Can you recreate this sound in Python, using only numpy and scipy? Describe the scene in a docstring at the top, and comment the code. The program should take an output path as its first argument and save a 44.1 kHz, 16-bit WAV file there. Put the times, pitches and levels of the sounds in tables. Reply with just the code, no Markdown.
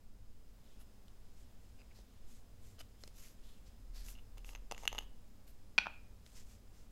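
"""A soft plastic makeup tube is turned in the hands above a table, heard close by in a quiet room.
Over faint air hiss, fingers slide on it (friction noise) and nails tap and scuff it (dying modes).
A deep hum swells three times; the screw cap scrapes by stick-slip and clicks off its thread (ringing modes).
The cap is set down on the table, where it chatters and rocks flat (struck modes of cap and table top).
A last nail tap and a few slides follow."""
import sys
import numpy as np
from scipy import signal
from scipy.fft import rfft, irfft, next_fast_len
from scipy.io import wavfile
from scipy.ndimage import uniform_filter1d

SR = 44100
rng = np.random.default_rng(int(sys.argv[2]) if len(sys.argv) > 2 else 0)


def store_wav(level_fs):
    """Save 16-bit WAV to argv[1]."""
    pcm = np.round(np.clip(np.atleast_2d(level_fs), -1, 1) * 32767)
    wavfile.write(sys.argv[1], SR, pcm.T.astype(np.int16))


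N = 304731
TIME = np.arange(N) / SR  # s

# Modes of the tube, of the cap held in the hand, and of the tube wall and tube neck behind the contacts.
# Each row: frequency in Hz, level in dB, t60 in s. The first row of tube and cap is the note of the hollow.
TUBE_MODES = [(3040, -3, 0.013), (1240, -14.5, 0.0086), (1955, -16.5, 0.0078), (4000, -10, 0.012),
              (5120, -7, 0.013), (6350, -14.5, 0.0095), (8000, -14, 0.0046)]
CAP_IN_HAND_MODES = [(2830, 0.5, 0.0092), (1200, -11, 0.002), (2040, 1, 0.0027), (3970, -18.5, 0.0082),
                     (4400, -28, 0.021), (5000, -8.5, 0.0024), (6400, -9.5, 0.015), (6870, -13.5, 0.011),
                     (11430, -19, 0.019), (12760, -27, 0.005)]
WALL_MODES = [(366, 0.5, 0.017), (554, -2.5, 0.017), (930, -4.5, 0.0061)]
NECK_MODES = [(447, -4.5, 0.011), (863, -3.5, 0.011), (1210, -6.5, 0.01)]


def amp(db):
    """Amplitude ratio of a level: 20 dB for each factor of ten."""
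    return 10 ** (np.asarray(db) / 20)


def unit(x):
    """Normalisation of the mean power: rms 1."""
    return x / np.sqrt(np.mean(x ** 2) + 1e-20)


def read(points, hz):
    """Interpolation of a table along a logarithmic frequency axis."""
    point_hz, value = np.transpose(points)
    return np.interp(np.log(hz + 1), np.log(point_hz + 1), value)


def colour(x, spectrum):
    """Spectral shaping: each frequency of x is weighted by the table in dB, then set to rms 1."""
    hz = np.fft.rfftfreq(len(x), 1 / SR)
    return unit(irfft(rfft(x) * amp(read(spectrum, hz)), len(x)))


def band(x, lo_hz, hi_hz, order=2):
    """Causal Butterworth band-pass."""
    sos = signal.butter(order, [lo_hz, hi_hz], "band", fs=SR, output="sos")
    return signal.sosfilt(sos, x)


def add(mix, start_s, sound):
    """Superposition: adds a sound to the mix in place from start_s."""
    part = mix[round(start_s * SR):][:len(sound)]
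    part += sound[:len(part)]


def drift(span_s):
    """Random wandering at rms 1: noise under a moving average of span_s."""
    return unit(uniform_filter1d(rng.standard_normal(N), round(span_s * SR)))


def swell(length_s, rise, peakedness):
    """One smooth push: up over the share `rise` of its length, then back to rest; low peakedness is flat-topped."""
    progress = np.linspace(0, 1, round(length_s * SR))
    height = np.interp(progress, [0, rise, 1], [0, 1, 0])
    return np.sin(np.pi / 2 * height) ** peakedness


def grains(size, per_s, spread_db):
    """Stick-slip as random impulses: tiny slips at random moments, a few much larger than the rest."""
    slips = rng.random(size) < per_s / SR
    height = np.minimum(rng.exponential(1, size), 4)
    sign = rng.choice([-1, 1], size)
    return slips * sign * amp(spread_db * height)


def ring(modes, hollow_db=0, tuning=1, spread_db=1, detune=0.034, attack_s=.00008):
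    """Modal decay: a sum of dying sines; hollow_db and tuning set the first, chance varies the others."""
    t = TIME[:SR // 20]
    hz, db, t60 = np.array(modes, float).T
    first = np.arange(len(hz)) == 0
    pitch_chance, level_chance = rng.standard_normal((2, len(hz)))
    hz = hz * np.where(first, tuning, 1 + detune * pitch_chance)
    alternating_sign = (-1) ** np.arange(len(hz))
    gain = amp(db + np.where(first, hollow_db, spread_db * level_chance)) * alternating_sign
    decay = np.exp(-np.log(1000) * t / t60[:, None])
    partials = np.sin(2 * np.pi * hz[:, None] * t) * decay
    return gain @ partials * (1 - np.exp(-t / attack_s))


def contacts(rows, modes, backing, crack_s, tuning=None):
    """Impact: each contact rings the object, thuds into what is behind it and cracks at the point of touch."""
    out, t = np.zeros(N), TIME[:SR // 20]
    for start_s, db, hollow_db, thud_db, crack_db in rows:
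        burst = rng.standard_normal(len(t)) * np.exp(-t / crack_s)
        crack = band(burst, 1536, 5900, order=1)
        pitch_factor = np.interp(start_s, *np.transpose(tuning)) if tuning else 1
        note = ring(modes, hollow_db, pitch_factor)
        thud = ring(backing)
        add(out, start_s, amp(db) * (note + amp(thud_db) * thud + amp(crack_db) * crack))
    return out


def air_hiss():
    """Stationary coloured noise: room air and hiss, a little lower at first, then steady."""
    # Spectrum of the air, with a thin whine in the hiss. Each row: frequency in Hz, level in dB.
    air_spectrum = [(60, 5.5), (150, -1), (210, 6.5), (270, 1.5), (350, -5), (450, -3.5), (600, -7),
                    (1000, -12), (2000, -17.5), (4850, -19.5), (5080, -12.5), (5350, -21), (7000, -19.5),
                    (9500, -24), (15500, -24.5)]
    # Level of the air over time. Each row: time in seconds, level in dB.
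    air_level = [(.3, -68.5), (.62, -66)]
    level_db = np.interp(TIME, *np.transpose(air_level))
    return amp(level_db) * colour(rng.standard_normal(N), air_spectrum)


def rumble(level_db=-52.5, drift_db=1, drift_s=.4):
    """Low-frequency coloured noise whose level drifts slowly."""
    # Spectrum of the rumble. Each row: frequency in Hz, level in dB.
    rumble_spectrum = [(3, -0.5), (8, 11), (16, -3.5), (25, -9.5), (40, -2), (55, -6.5), (75, -17.5),
                       (100, -10), (120, -22.5), (145, -34.5), (220, -56)]
    return amp(level_db + drift_db * drift(drift_s)) * colour(rng.standard_normal(N), rumble_spectrum)


def deep_hum(trim_db=-2.0, hum_hz=35.6, waver_hz=1.15):
    """Frequency modulation: a deep sine wavers in pitch and swells three times."""
    # Swells of the hum. Each row: start in seconds, length in seconds, level in dB before the trim.
    hum_swells = [(3.82, 0.34, -45.5), (4.24, 0.61, -48.5), (4.84, 0.29, -49)]
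    phase = 2 * np.pi * np.cumsum(hum_hz + waver_hz * drift(.1)) / SR
    level = np.zeros(N)
    for start_s, length_s, db in hum_swells:
        add(level, start_s, amp(db + trim_db) * swell(length_s, rise=0.44, peakedness=0.67))
    return level * unit(np.sin(phase))


def room(x, wet_db, build_s=0.0043, reflections_per_s=4000):
    """Reverberation of a small room: reflections thicken quickly, then each band dies at its own speed."""
    # Reverberation time of the room. Each row: frequency in Hz, t60 in seconds.
    room_t60 = [(200, 0.61), (1000, 0.34), (2600, 0.42), (6000, 0.27), (14000, 0.36)]
    size = SR // 2
    taps = rng.choice([-1., 1.], size) * (rng.random(size) < reflections_per_s / SR)
    taps *= 1 - np.exp(-TIME[:size] / build_s)
    hz, t, bands = signal.stft(taps, SR, nperseg=256)
    decay = amp(-60 * t / read(room_t60, hz)[:, None])
    tail = signal.istft(bands * decay, SR, nperseg=256)[1]
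    return amp(wet_db) * signal.oaconvolve(x, tail / np.linalg.norm(tail))[:N]


def near_echo(x, delay_s, echo_db):
    """Early reflection: the direct sound and its first bounce off a hard surface close by."""
    return x + amp(echo_db) * np.interp(TIME - delay_s, TIME, x, left=0)


def rub(rows, rise, peakedness, slips_per_s=9000, spread_db=3, hump_ratio=1.31,
        hump_db=-2, skin_db=6.5, light_grip_hz=6500, focus_db=4):
    """Dry friction: dense micro-slips of skin on plastic swell and fade around a hump of hiss."""
    # Spectra of the broad friction noise and of the dry fizz. Each row: frequency in Hz, level in dB.
    skin_spectrum = [(100, -23), (400, -4), (1000, -3), (2000, 1), (5000, 2), (7500, 0), (9500, -11.5),
                     (12000, -15.5), (16000, -26.5)]
    fizz_spectrum = [(3000, -41.5), (8000, -10.5), (10000, -5), (12000, -2), (14000, -9), (16000, -18.5)]
    out = np.zeros(N)
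    for start_s, length_s, db, centre_hz, fizz_db in rows:
        speed = swell(length_s, rise, peakedness)
        slips = grains(N // 2, slips_per_s, spread_db)[:next_fast_len(len(speed))]
        hump = unit(band(slips, centre_hz / hump_ratio, centre_hz * hump_ratio))
        # the hump stands out by focus_db more per octave away from the hiss of a light grip
        octaves = abs(np.log2(light_grip_hz / centre_hz))
        hiss = amp(hump_db + focus_db * octaves) * hump
        hiss += amp(skin_db) * colour(slips, skin_spectrum)
        hiss += amp(fizz_db) * colour(slips, fizz_spectrum)
        add(out, start_s, amp(db) * speed * unit(hiss)[:len(speed)])
    return out


def fingers(judder_db=1, judder_s=0.0047, regrip_db=3.5, regrip_s=0.08):
    """Modulated friction: slides over the uneven rustle of the rolling tube; the skin judders in both."""
    # Finger slides, then rolls of the tube in the grip. 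Each row: start in seconds, length in seconds,
    # level in dB before judder and regrip, centre of the hiss in Hz, dry fizz in dB.
    slide_rows = [(.62, 0.22, -75, 3250, -9), (.788, .058, -67.5, 3100, 12), (1.34, .15, -74, 7500, -1),
                  (1.935, .11, -67, 4600, -3), (2.25, 0.2, -69, 7200, 2.5), (2.59, 0.21, -70, 7200, 2.5),
                  (2.786, 0.038, -58, 5300, 4), (2.975, .16, -70, 6400, 4), (3.12, 0.26, -62.5, 5940, 5),
                  (3.225, .07, -67, 2400, -6), (3.41, .16, -68.5, 3550, -1), (3.652, 0.053, -70, 5000, -6),
                  (3.925, 0.15, -61, 4400, -1), (4.02, .16, -59, 6000, 4), (4.065, .08, -61.5, 12900, 21),
                  (4.435, .13, -62.5, 6400, 5), (4.77, .1, -63.5, 6640, -3), (5.46, .07, -68.5, 11600, 5),
                  (6.332, 0.12, -61.5, 6400, -3.5), (6.465, 0.14, -68.5, 6500, 0),
                  (6.71, .18, -72.5, 6400, -3)]
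    roll_rows = [(.55, 3.3, -84, 3230, -3), (1.6, .27, -79.5, 7400, -9), (6.25, 0.25, -74, 7500, -0.5)]
    slides = rub(slide_rows, rise=0.34, peakedness=1.55)
    rolls = rub(roll_rows, rise=0.85, peakedness=0.27) * amp(regrip_db * drift(regrip_s))
    return (slides + rolls) * amp(judder_db * drift(judder_s))


def scuffs(slips_per_s=900, spread_db=-1.0, wall_db=-6, body_db=-3):
    """Stick-slip of a nail on the tube wall: quick slips knock ever harder until the nail lets go."""
    # Stutters of the nail. Each row: start in seconds, end in seconds, level in dB,
    # hollow note in dB, factor on the hollow pitch.
    scuff_rows = [(0.78, 0.816, -73, -8, 0.85), (1.785, 1.821, -68, 2, 0.86), (1.905, 1.92, -70.5, 8, 0.8),
                  (2.782, 2.812, -59, 2, 1)]
    out = np.zeros(N)
    for start_s, end_s, db, hollow_db, tuning in scuff_rows:
        size = round((end_s - start_s) * SR)
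        slips = grains(N // 10, slips_per_s, spread_db)[:size] * np.linspace(.3, 1, size)
        knock = ring(TUBE_MODES, hollow_db, tuning) + amp(wall_db) * ring(WALL_MODES)
        creak = unit(signal.oaconvolve(slips, knock))
        creak = creak + amp(body_db) * unit(band(creak, 760, 2430))  # the soft wall favours the low mids
        # the level counts over the scuff alone, not over its ringing tail
        add(out, start_s, amp(db) * unit(creak) * np.sqrt(size / len(creak)))
    return out


def nail_taps():
    """Impact of nails on a hollow tube: its modes ring before the duller tube wall."""
    # Taps. Each row: start in seconds, level in dB before the mix, then relative to it
    # hollow note in dB, dull thud in dB, sharp crack in dB.
    tap_rows = [(.812, -67, -2, -10, -2), (1.082, -62.5, 5, -2, 10.5), (1.988, -53.5, -12, 3.5, -8),
                (2.8132, -53, 6, -7, 11), (3.0368, -33, -15, -10.5, -17), (3.0763, -51, -2, 5, 9),
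                (4.378, -62.5, 9, -6, 10), (4.381, -59, 6, 7, 15.5), (5.478, -59, -12, -12, 5),
                (6.2638, -46.5, -10, -8, -1.5)]
    return contacts(tap_rows, TUBE_MODES, WALL_MODES, crack_s=0.0016)


def thread_twists(spread_db=5.0, wander=0.046, count=8, neck_db=3, grit_db=-15, grit_per_s=700):
    """Stick-slip in the screw thread: slips ring the cap at slightly different pitches over a dry grit."""
    # Twists of the cap. Each row: start in seconds, length in seconds, level in dB before the mix,
    # slips per second, hollow note in dB.
    twist_rows = [(4.126, .11, -62.5, 160, 13), (4.369, .04, -58.5, 350, 2), (4.45, 0.15, -60.5, 400, -2),
                  (4.709, 0.13, -58, 340, -4), (4.826, 0.043, -47.5, 1500, -10),
                  (4.912, 0.14, -51.5, 300, -7)]
    out = np.zeros(N)
    for start_s, length_s, db, slips_per_s, hollow_db in twist_rows:
        speed = swell(length_s, rise=0.28, peakedness=0.55)
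        scrape = 0
        for step in np.linspace(-1, 1, count):
            note = ring(CAP_IN_HAND_MODES, hollow_db, 0.98 + wander * step)
            note = note + amp(neck_db) * ring(NECK_MODES)
            slips = grains(SR // 2, slips_per_s / count, spread_db)
            scrape = scrape + signal.oaconvolve(slips, note)
        grit = band(grains(SR // 2, grit_per_s, spread_db), 5000, 14000, order=1)
        size = len(speed)
        add(out, start_s, amp(db) * speed * (unit(scrape[:size]) + amp(grit_db) * unit(grit[:size])))
    return out


def thread_clicks():
    """Impact of the thread's strongest catches: the cap's modes ring before the tube neck."""
    # Catches. Each row: start in seconds, level in dB, then relative to it
    # hollow note in dB, dull thud in dB, sharp crack in dB.
    click_rows = [(4.0853, -46.5, -3, -7.5, -7), (4.4462, -48.5, 2, -4, -15),
                  (4.4913, -42.5, -2.5, -5.5, -14), (4.5507, -41.5, 2, 0.5, -30),
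                  (4.5588, -42.5, -7, -6, -21), (4.7127, -31.5, -10, 1.5, -8), (4.7212, -36, -1.5, 8, -0.5),
                  (4.7472, -47, 4, -10.5, -13), (4.779, -37.5, -18, -11, -15), (4.8538, -37.5, -4, 0, -4),
                  (4.877, -23, 4.5, -18, -4.5), (4.9283, -34.5, -8, 2, -19), (4.9488, -39, -7, 2, -16),
                  (4.982, -35, 5.5, -4, -13), (4.9868, -28.5, 1.5, -5.5, -12)]
    # The cap's hollow note rises as it backs off the neck. Each row: time in seconds, factor on its pitch.
    cap_tuning = [(4.65, 0.917), (5.0, 1.037)]
    return contacts(click_rows, CAP_IN_HAND_MODES, NECK_MODES, crack_s=0.0019, tuning=cap_tuning)


def table_knocks():
    """Impact of the cap on the table: a softer striker than nail or thread excites less top treble."""
    # Knocks of the cap. Each row: start in seconds, level in dB, then relative to it
    # hollow note in dB, dull thud in dB, sharp crack in dB.
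    knock_rows = [(5.7802, -18.5, -1, -10, -12), (5.78434, -23, 6.5, -10, -24),
                  (5.78558, -14, -15.5, -13, -31), (5.7864, -30, 5.5, -25.5, -17),
                  (5.8585, -46, -15, 6.5, -20), (5.8682, -38.5, 0.5, 8.5, -26)]
    # Modes of the cap on the table (first its hollow note), then of the table top.
    # Each row: frequency in Hz, level in dB, t60 in seconds.
    cap_modes = [(2482, 4.5, 0.012), (850, -8, 0.0073), (1442, -4.5, 0.01), (1994, -18, 0.0091),
                 (3040, -8.5, 0.0058), (3550, -7, 0.0041), (4450, -10, 0.01), (5000, -16, 0.0079),
                 (5940, -14.5, 0.012), (11600, -22, .006)]
    table_modes = [(753, -6.5, 0.01), (589, -10.5, 0.013), (930, -2, 0.014), (1345, 2, 0.012),
                   (1720, -2.5, .009), (180, -19, 0.034)]
    return band(contacts(knock_rows, cap_modes, table_modes, crack_s=0.0011), 82, 7600)


def scene():
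    """Superposition of the hands and cap above the table, the cap landing on it, and the room."""
    background = air_hiss() + rumble() + deep_hum()
    slides = fingers()
    plastic = scuffs() + amp(-2.5) * nail_taps() + amp(-7.5) * thread_twists() + thread_clicks()
    plastic = band(plastic, 260, 21000, order=1)
    held = near_echo(plastic, delay_s=0.001417, echo_db=-9.0) + slides
    held = held + room(plastic + slides, wet_db=-17)
    knocks = table_knocks()
    landed = knocks + room(knocks, wet_db=-13.5)
    return (background + held + landed)[None]


def record(dry, edge_hz=15900):
    """Band limitation: a linear-phase low-pass removes what lies above edge_hz."""
    low_pass = signal.firwin(255, edge_hz, window=("kaiser", 8), fs=SR)
    return signal.oaconvolve(dry, low_pass[None], "same")


dry = scene()
out = record(dry)
store_wav(out)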